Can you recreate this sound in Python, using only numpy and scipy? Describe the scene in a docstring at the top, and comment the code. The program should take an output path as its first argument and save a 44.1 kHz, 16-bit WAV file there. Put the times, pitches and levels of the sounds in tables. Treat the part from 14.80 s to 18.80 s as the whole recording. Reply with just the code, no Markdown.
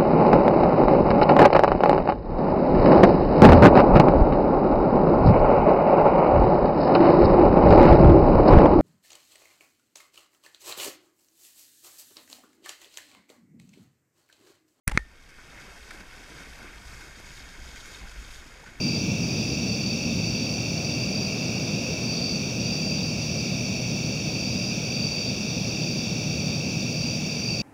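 """Sharp knocks and scuffs come first: a hand on the closed plastic housing of a rider's camera.
Then two horses wade through shallow sea. Their legs churn up bubbles, each ringing as a damped
oscillator, with spray, single splashes and gulps; air resonances of the housing colour the froth,
spray and splashes. Underneath, wind and the ride shake the camera mount into a low rumble."""
import sys
import numpy as np
from scipy.fft import rfft, irfft, next_fast_len
from scipy.io import wavfile
from scipy.ndimage import map_coordinates

SR = 44100
rng = np.random.default_rng(int(sys.argv[2]) if len(sys.argv) > 2 else 0)


def to_wav(sig):
    """Store sig (one row per channel, or 1-D mono) as 16-bit WAV at the path in sys.argv[1].

    Samples outside -1..1 are clipped; the rate is SR.
    """
    pcm = np.clip(np.atleast_2d(sig), -1, 1) * 32767
    pcm = np.round(pcm).astype(np.int16)
    wavfile.write(sys.argv[1], SR, pcm.T)  # frames by channels


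N = 176400
T = np.arange(N) / SR

# Air resonances of the housing. Each row: centre in Hz, width in Hz, boost in dB.
HOUSING = [(1522, 300, 7.5), (1832, 30, 7.5), (2195, 210, 7), (2570, 210, 4.5), (3256, 264, 6),
           (3707, 200, 8), (4346, 180, 6.5), (4763, 230, 10.5), (5250, 280, 6), (6700, 320, 2.5),
           (8000, 450, 3), (9050, 270, 2.5), (11500, 650, 3)]


def churn():
    """Bubble resonance: legs whip air into the water, and each small pocket rings as it pulsates."""
    # Each row: time in seconds, relative level in dB.
    envelope = [(.24, -59.5), (.36, -59.5), (.48, -55.5), (.68, -52), (.8, -48), (.98, -51), (1.15, -50.5),
                (1.38, -50), (1.62, -48.5), (1.76, -50), (1.88, -46.5), (2.0, -51.5), (2.16, -47.5),
                (2.32, -50), (2.62, -48.5), (2.88, -50), (3.05, -48), (4.0, -51.5)]
    # Each row: frequency in Hz, relative gain in dB.
    spectrum = [(500, -37.5), (1000, -7), (1400, -2), (2000, 1.5), (2600, -0.5), (3300, -11), (6000, -45)]
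    froth = bubbles(count=3000, pitch_hz=1798, spread=0.346, cycles=23, scatter_db=2, rise=0.27, size=700)
    water = unit(coloured(froth + amp(9.5) * rng.standard_normal(N), spectrum, HOUSING))
    return amp(-1.8) * level(envelope) * amp(0.23 * wobble(21.98)) * water


def spray():
    """Incoherent addition: thousands of drops falling back on the sea merge into a hiss."""
    # Each row: time in seconds, relative level in dB.
    envelope = [(0.22, -62), (0.26, -64), (0.83, -53.5), (1.09, -53.5), (1.1, -53), (1.26, -55.5),
                (1.55, -52), (2.03, -54), (2.07, -49.5), (2.32, -53), (2.5, -51), (2.75, -52.5),
                (3.16, -48.5), (3.21, -50.5), (3.5, -52), (3.54, -49.5), (3.62, -53.5), (4.0, -57)]
    # Spectra of far and near spray. Each row: frequency in Hz, relative gain in dB.
    far_spectrum = [(1500, -16), (3000, -1.5), (4500, -5), (6000, 1), (7400, -4.5), (10000, -8.5),
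                    (13000, -14), (15500, -21)]
    near_spectrum = [(1500, -43), (3000, -1.5), (4500, -4.5), (6800, 2), (7500, -5.5), (10000, -9),
                     (13000, -16), (15500, -19)]
    drops = bubbles(count=5000, pitch_hz=6160, spread=0.59, cycles=6.9, scatter_db=3.5, rise=.1, size=120)
    patter = drops + amp(5) * rng.standard_normal(N)
    near = np.interp(T, [1.97, 2.4], [0, 1])  # the second horse draws alongside
    hiss = (1 - near) * unit(coloured(patter, far_spectrum, HOUSING))
    hiss += near * unit(coloured(patter, near_spectrum, HOUSING))
    return amp(-0.86) * level(envelope) * amp(0.77 * wobble(24.38)) * hiss


def slosh():
    """Pitch falls as bubble radius grows: water heaving round the legs traps large, low bubbles."""
    # Each row: time in seconds, level in dB.
    envelope = [(0.27, -64.5), (0.88, -52), (1.02, -56.5), (1.16, -50.5), (1.31, -55), (1.59, -51.5),
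                (1.74, -55), (1.85, -48), (1.89, -55), (2.19, -55), (2.2, -51.5), (2.34, -55.5),
                (2.85, -53.5), (2.98, -55.5), (3.19, -52), (3.23, -50.5), (3.27, -55), (4.0, -54.5)]
    # Each row: frequency in Hz, relative gain in dB.
    spectrum = [(50, -19.5), (90, 0.5), (160, -2), (330, -4.5), (600, -5), (1000, -2.5), (1600, -7.5),
                (3000, -59)]
    cloud = bubbles(count=1800, pitch_hz=521.4, spread=0.602, cycles=19.5, scatter_db=2, rise=0.23,
                    size=2400)
    water = unit(coloured(cloud + amp(8.5) * rng.standard_normal(N), spectrum))
    return level(envelope) * amp(.5 * wobble(16)) * water


def gulps():
    """Damped oscillation: single bubbles, from deep gulps to plinks, rise in pitch as they fade."""
    # Each row: start in seconds, initial pitch in Hz, level in dB, time to fall 60 dB in seconds.
    single_bubbles = [(.88, 376, -47, .12), (1.535, 300, -42, .05), (1.795, 258, -44, 0.061),
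                      (1.845, 346, -44, .06), (1.85, 620, -52, 0.038), (2.205, 313, -41, 0.039),
                      (2.785, 362.6, -43, 0.05), (3.146, 3570, -30.5, 0.023), (3.148, 4180, -35.5, .025),
                      (3.225, 266, -43, .09), (3.232, 173, -37.5, 0.06), (3.235, 780, -46.5, 0.096),
                      (3.55, 170, -57, 0.089), (3.836, 870, -35.5, 0.027)]
    out = np.zeros(N)
    for s, hz, db, t60 in single_bubbles:
        t = since(s)
        glide = 1 + 0.072 * np.minimum(t / t60, 1)
        attack = 1 - np.exp(-t / 0.0032)
        out += amp(db - 60 * t / t60) * attack * np.sin(2 * np.pi * hz * t * glide)
    return out


def splashes():
    """Impact noise: a hoof breaks the surface, and the spatter swells fast and decays exponentially."""
    # Each row: start in seconds, level in dB, time scale in seconds, tilt in dB per octave.
    impacts = [(0.486, -53.5, 0.026, 0.5), (0.581, -51.5, 0.033, -10), (1.106, -38.5, 0.0092, -1),
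               (1.125, -48, 0.041, 0), (1.201, -45, 0.016, -1.5), (1.562, -48, 0.077, -2.5),
               (2.067, -51, 0.075, -1.5), (2.14, -45, 0.0065, -6), (2.204, -48, 0.022, -1),
               (2.392, -53, 0.023, 3), (2.957, -42.5, 0.022, -2), (3.052, -48, 0.033, 1),
               (3.144, -50, 0.01, 0), (3.313, -43, 0.005, -10), (3.508, -51.5, 0.022, 2),
               (3.858, -46, 0.037, -5)]
    # Each row: frequency in Hz, relative gain in dB.
    spectrum = [(300, -39), (900, -13.5), (1400, -2.5), (2300, -1), (3000, -11), (5000, -6.5),
                (7000, -11.5), (10500, -17.5), (15000, -27)]
    out = np.zeros(N)
    for s, db, length, tilt in impacts:
        age = since(s) / length
        envelope = amp(db) * 2 * (1 - np.exp(-age / 0.21)) * np.exp(-1.6 * age)
        out += envelope * unit(coloured(rng.standard_normal(N), spectrum, HOUSING[:3], tilt))
    return out


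def knocks():
    """Impulse response: the struck plastic shell clacks, rings faintly and snaps."""
    # Two knocks and a rebound. Each row: start in seconds, level in dB, tilt in dB per octave.
    blows = [(.0786, -9, 6.5), (0.1753, -1, 2.5), (0.1777, -20, 6)]
    # Each row: frequency in Hz, level relative to the knock in dB, time to fall 60 dB in seconds.
    shell_modes = [(1808, -37.5, 0.24), (1874, -37.5, 0.17)]
    # Each row: start in seconds, pitch in Hz, level in dB, time to fall 60 dB in seconds.
    fingertip_taps = [(.1175, 850, -33, 0.049)]
    # Each row: start in seconds, peak in dB.
    snaps = [(.0779, -24), (.0786, -4.5), (0.0788, -19)]
    # Each row of both spectra: frequency in Hz, relative gain in dB.
    clack_spectrum = [(200, 0), (500, -7.5), (850, -14), (1350, 1), (1550, -3.5), (1900, 1), (2200, 3.5),
                      (2480, -4.5), (2800, -26.5), (4100, -16.5), (5300, -27.5), (6300, -20), (7500, -41.5),
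                      (8700, -30.5), (11000, -48), (15000, -59)]
    snap_spectrum = [(1000, -38), (4000, 0.5), (7000, 0), (9000, 8), (11500, 5), (13000, -5), (16000, -26)]
    out = np.zeros(N)
    for s, db, tilt in blows:
        ring = sum(damped_sine(s, *mode) for mode in shell_modes)
        out += amp(db) * (click(s, clack_spectrum, tilt) + ring)
    out += sum(damped_sine(*tap) for tap in fingertip_taps)
    return out + sum(amp(db) * click(s, snap_spectrum) for s, db in snaps)


def scuffs():
    """Sliding friction: fingers rub the housing in short bursts of noise."""
    # Each row: start in seconds, length in seconds, level in dB.
    rubs = [(.075, 0.0073, -27.5), (0.0838, 0.0034, -27.5), (0.092, 0.0082, -34.5), (0.104, 0.0023, -41.5),
            (0.1131, 0.0093, -33.5), (0.132, 0.046, -45), (0.188, 0.011, -47.5)]
    # Each row: frequency in Hz, relative gain in dB.
    spectrum = [(100, 7), (700, 1), (1300, 1.5), (2100, 4.5), (3000, -7), (6000, -11), (9000, -14.5),
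                (13000, -26), (16000, -44)]
    # Resonances under the fingers. Each row: centre in Hz, width in Hz, boost in dB.
    hollow = [(850, 60, 5), (2180, 720, 0)]
    contact = sum(amp(db) * np.exp(-np.abs(2 * (T - s) / length - 1) ** 3) for s, length, db in rubs)
    return contact * unit(coloured(rng.standard_normal(N), spectrum, hollow))


def pushes():
    """Compression and rarefaction: each push of the hand on the housing makes one two-sided pulse."""
    # Each row: centre in seconds, half width in seconds, peak in dB.
    pulses = [(0.0798, 0.0018, -20), (.081, 0.0063, -29.5), (0.1326, 0.0056, -27), (.1525, .0016, -23),
              (0.1759, .0011, -20.5)]
    out = np.zeros(N)
    for s, width, db in pulses:
        lead = (s - T) / width
        out += amp(db) * lead * np.exp((1 - lead ** 2) / 2)
    return out


def mount():
    """Forced and free vibration: wind and the ride shake the mount; shoves ring its natural frequency."""
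    # Each row: time in seconds, level in dB.
    envelope = [(0.27, -55), (1.2, -51), (1.22, -47.5), (1.56, -54.5), (1.74, -46), (1.91, -50),
                (1.95, -45), (2.02, -57), (2.06, -44.5), (2.4, -52), (2.5, -44), (2.75, -50), (2.82, -46.5),
                (3.35, -46), (3.38, -42), (3.91, -54), (3.96, -51), (4.0, -43)]
    # Each row: frequency in Hz, relative gain in dB.
    spectrum = [(8, -17), (18, -0.5), (38, -7), (53, -1.5), (62, -2.5), (75, -18), (130, -17.5),
                (300, -53.5)]
    # Each row: start in seconds, relative level in dB.
    shoves = [(.122, -27), (0.186, -26.5), (1.224, -35), (1.931, -43), (2.06, -41), (2.47, -41),
              (2.83, -42), (3.368, -34), (3.541, -40)]
    out = level(envelope) * unit(coloured(rng.standard_normal(N), spectrum))
    for s, db in shoves:
        attack = 1 - np.exp(-since(s) / .015)
        out += attack * damped_sine(s, hz=51, db=db, t60=.2)
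    return out


def bubbles(count, pitch_hz, spread, cycles, scatter_db, rise, size):
    """Superposition of random rising sines, each size samples long and 60 dB down after cycles; rms 1."""
    draws = rng.random((count, 2))
    hz = np.clip(pitch_hz * np.exp(spread * rng.standard_normal((count, 1))), 80, SR / 3)
    t = np.arange(size) / SR
    age = t * hz / cycles
    strength = amp(scatter_db * np.minimum(-np.log(1 - draws[:, 1:]), 4))
    glide = 1 + rise * np.minimum(age, 1) / 2
    rings = strength * amp(-60 * age) * np.sin(2 * np.pi * hz * t * glide)
    at = (draws[:, :1] * N).astype(int) + np.arange(size)
    return unit(np.bincount(at.ravel(), rings.ravel(), N + size)[:N])


def damped_sine(s, hz, db, t60):
    """Free decay of one mode from time s, falling 60 dB in t60 seconds."""
    t = since(s)
    return amp(db - 60 * t / t60) * np.sin(2 * np.pi * hz * t)


def click(s, spectrum, tilt_db=0):
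    """Impulse response of a spectrum at time s, peak 1."""
    impulse = 1. * (np.arange(N) == round(s * SR))
    response = coloured(impulse, spectrum, (), tilt_db)
    return response / np.abs(response).max()


def coloured(x, points, resonances=(), tilt_db=0):
    """Minimum-phase filter from (Hz, dB) points, resonance peaks and a tilt per octave above 1 kHz."""
    m = 2 * next_fast_len(N // 2 + 8192)
    f = np.fft.rfftfreq(m, 1 / SR) + 1
    hz, db = np.transpose(points)
    shape = np.interp(np.log(f), np.log(hz), db) + tilt_db * np.log2(np.maximum(f, 1000) / 1000)
    for centre, width, boost in resonances:
        shape += boost * 2 ** -(2 * (f - centre) / width) ** 2
    cepstrum = irfft(shape * np.log(10) / 20)
    cepstrum[1:m // 2] *= 2  # folding onto positive time makes the filter causal
    cepstrum[m // 2 + 1:] = 0
    return irfft(rfft(x, m) * np.exp(rfft(cepstrum)), m)[:N]


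def amp(db):
    """Decibels to gain."""
    return 10 ** (np.asarray(db) / 20)


def unit(x):
    """Scale to rms 1."""
    return x / np.sqrt(np.mean(x ** 2) + 1e-20)


def level(rows):
    """Gain per sample from rows of seconds and dB."""
    return amp(np.interp(T, *np.transpose(rows)))


def wobble(rate):
    """A smooth random curve, rate knots a second."""
    return map_coordinates(rng.standard_normal(int(4.6 * rate) + 4), [T * rate], mode="nearest")


def since(s):
    """Time since s, zero before it."""
    return np.maximum(T - s, 0)


def scene():
    """Superposition: water, hand and mount add at one microphone after a brief silence."""
    water = churn() + spray() + slosh() + gulps() + splashes()
    hand = knocks() + scuffs() + pushes()
    fade_in = np.clip(since(.072) / 0.0033, 0, 1)
    return ((water + hand + mount()) * fade_in)[None]


def record(dry):
    """Band limiting: the camera passes nothing above its top frequency."""
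    top_hz = 15400
    m = next_fast_len(N + SR // 2)
    return irfft(rfft(dry, m) * (np.fft.rfftfreq(m, 1 / SR) < top_hz), m)[:, :N]


dry = scene()
out = record(dry)
to_wav(out)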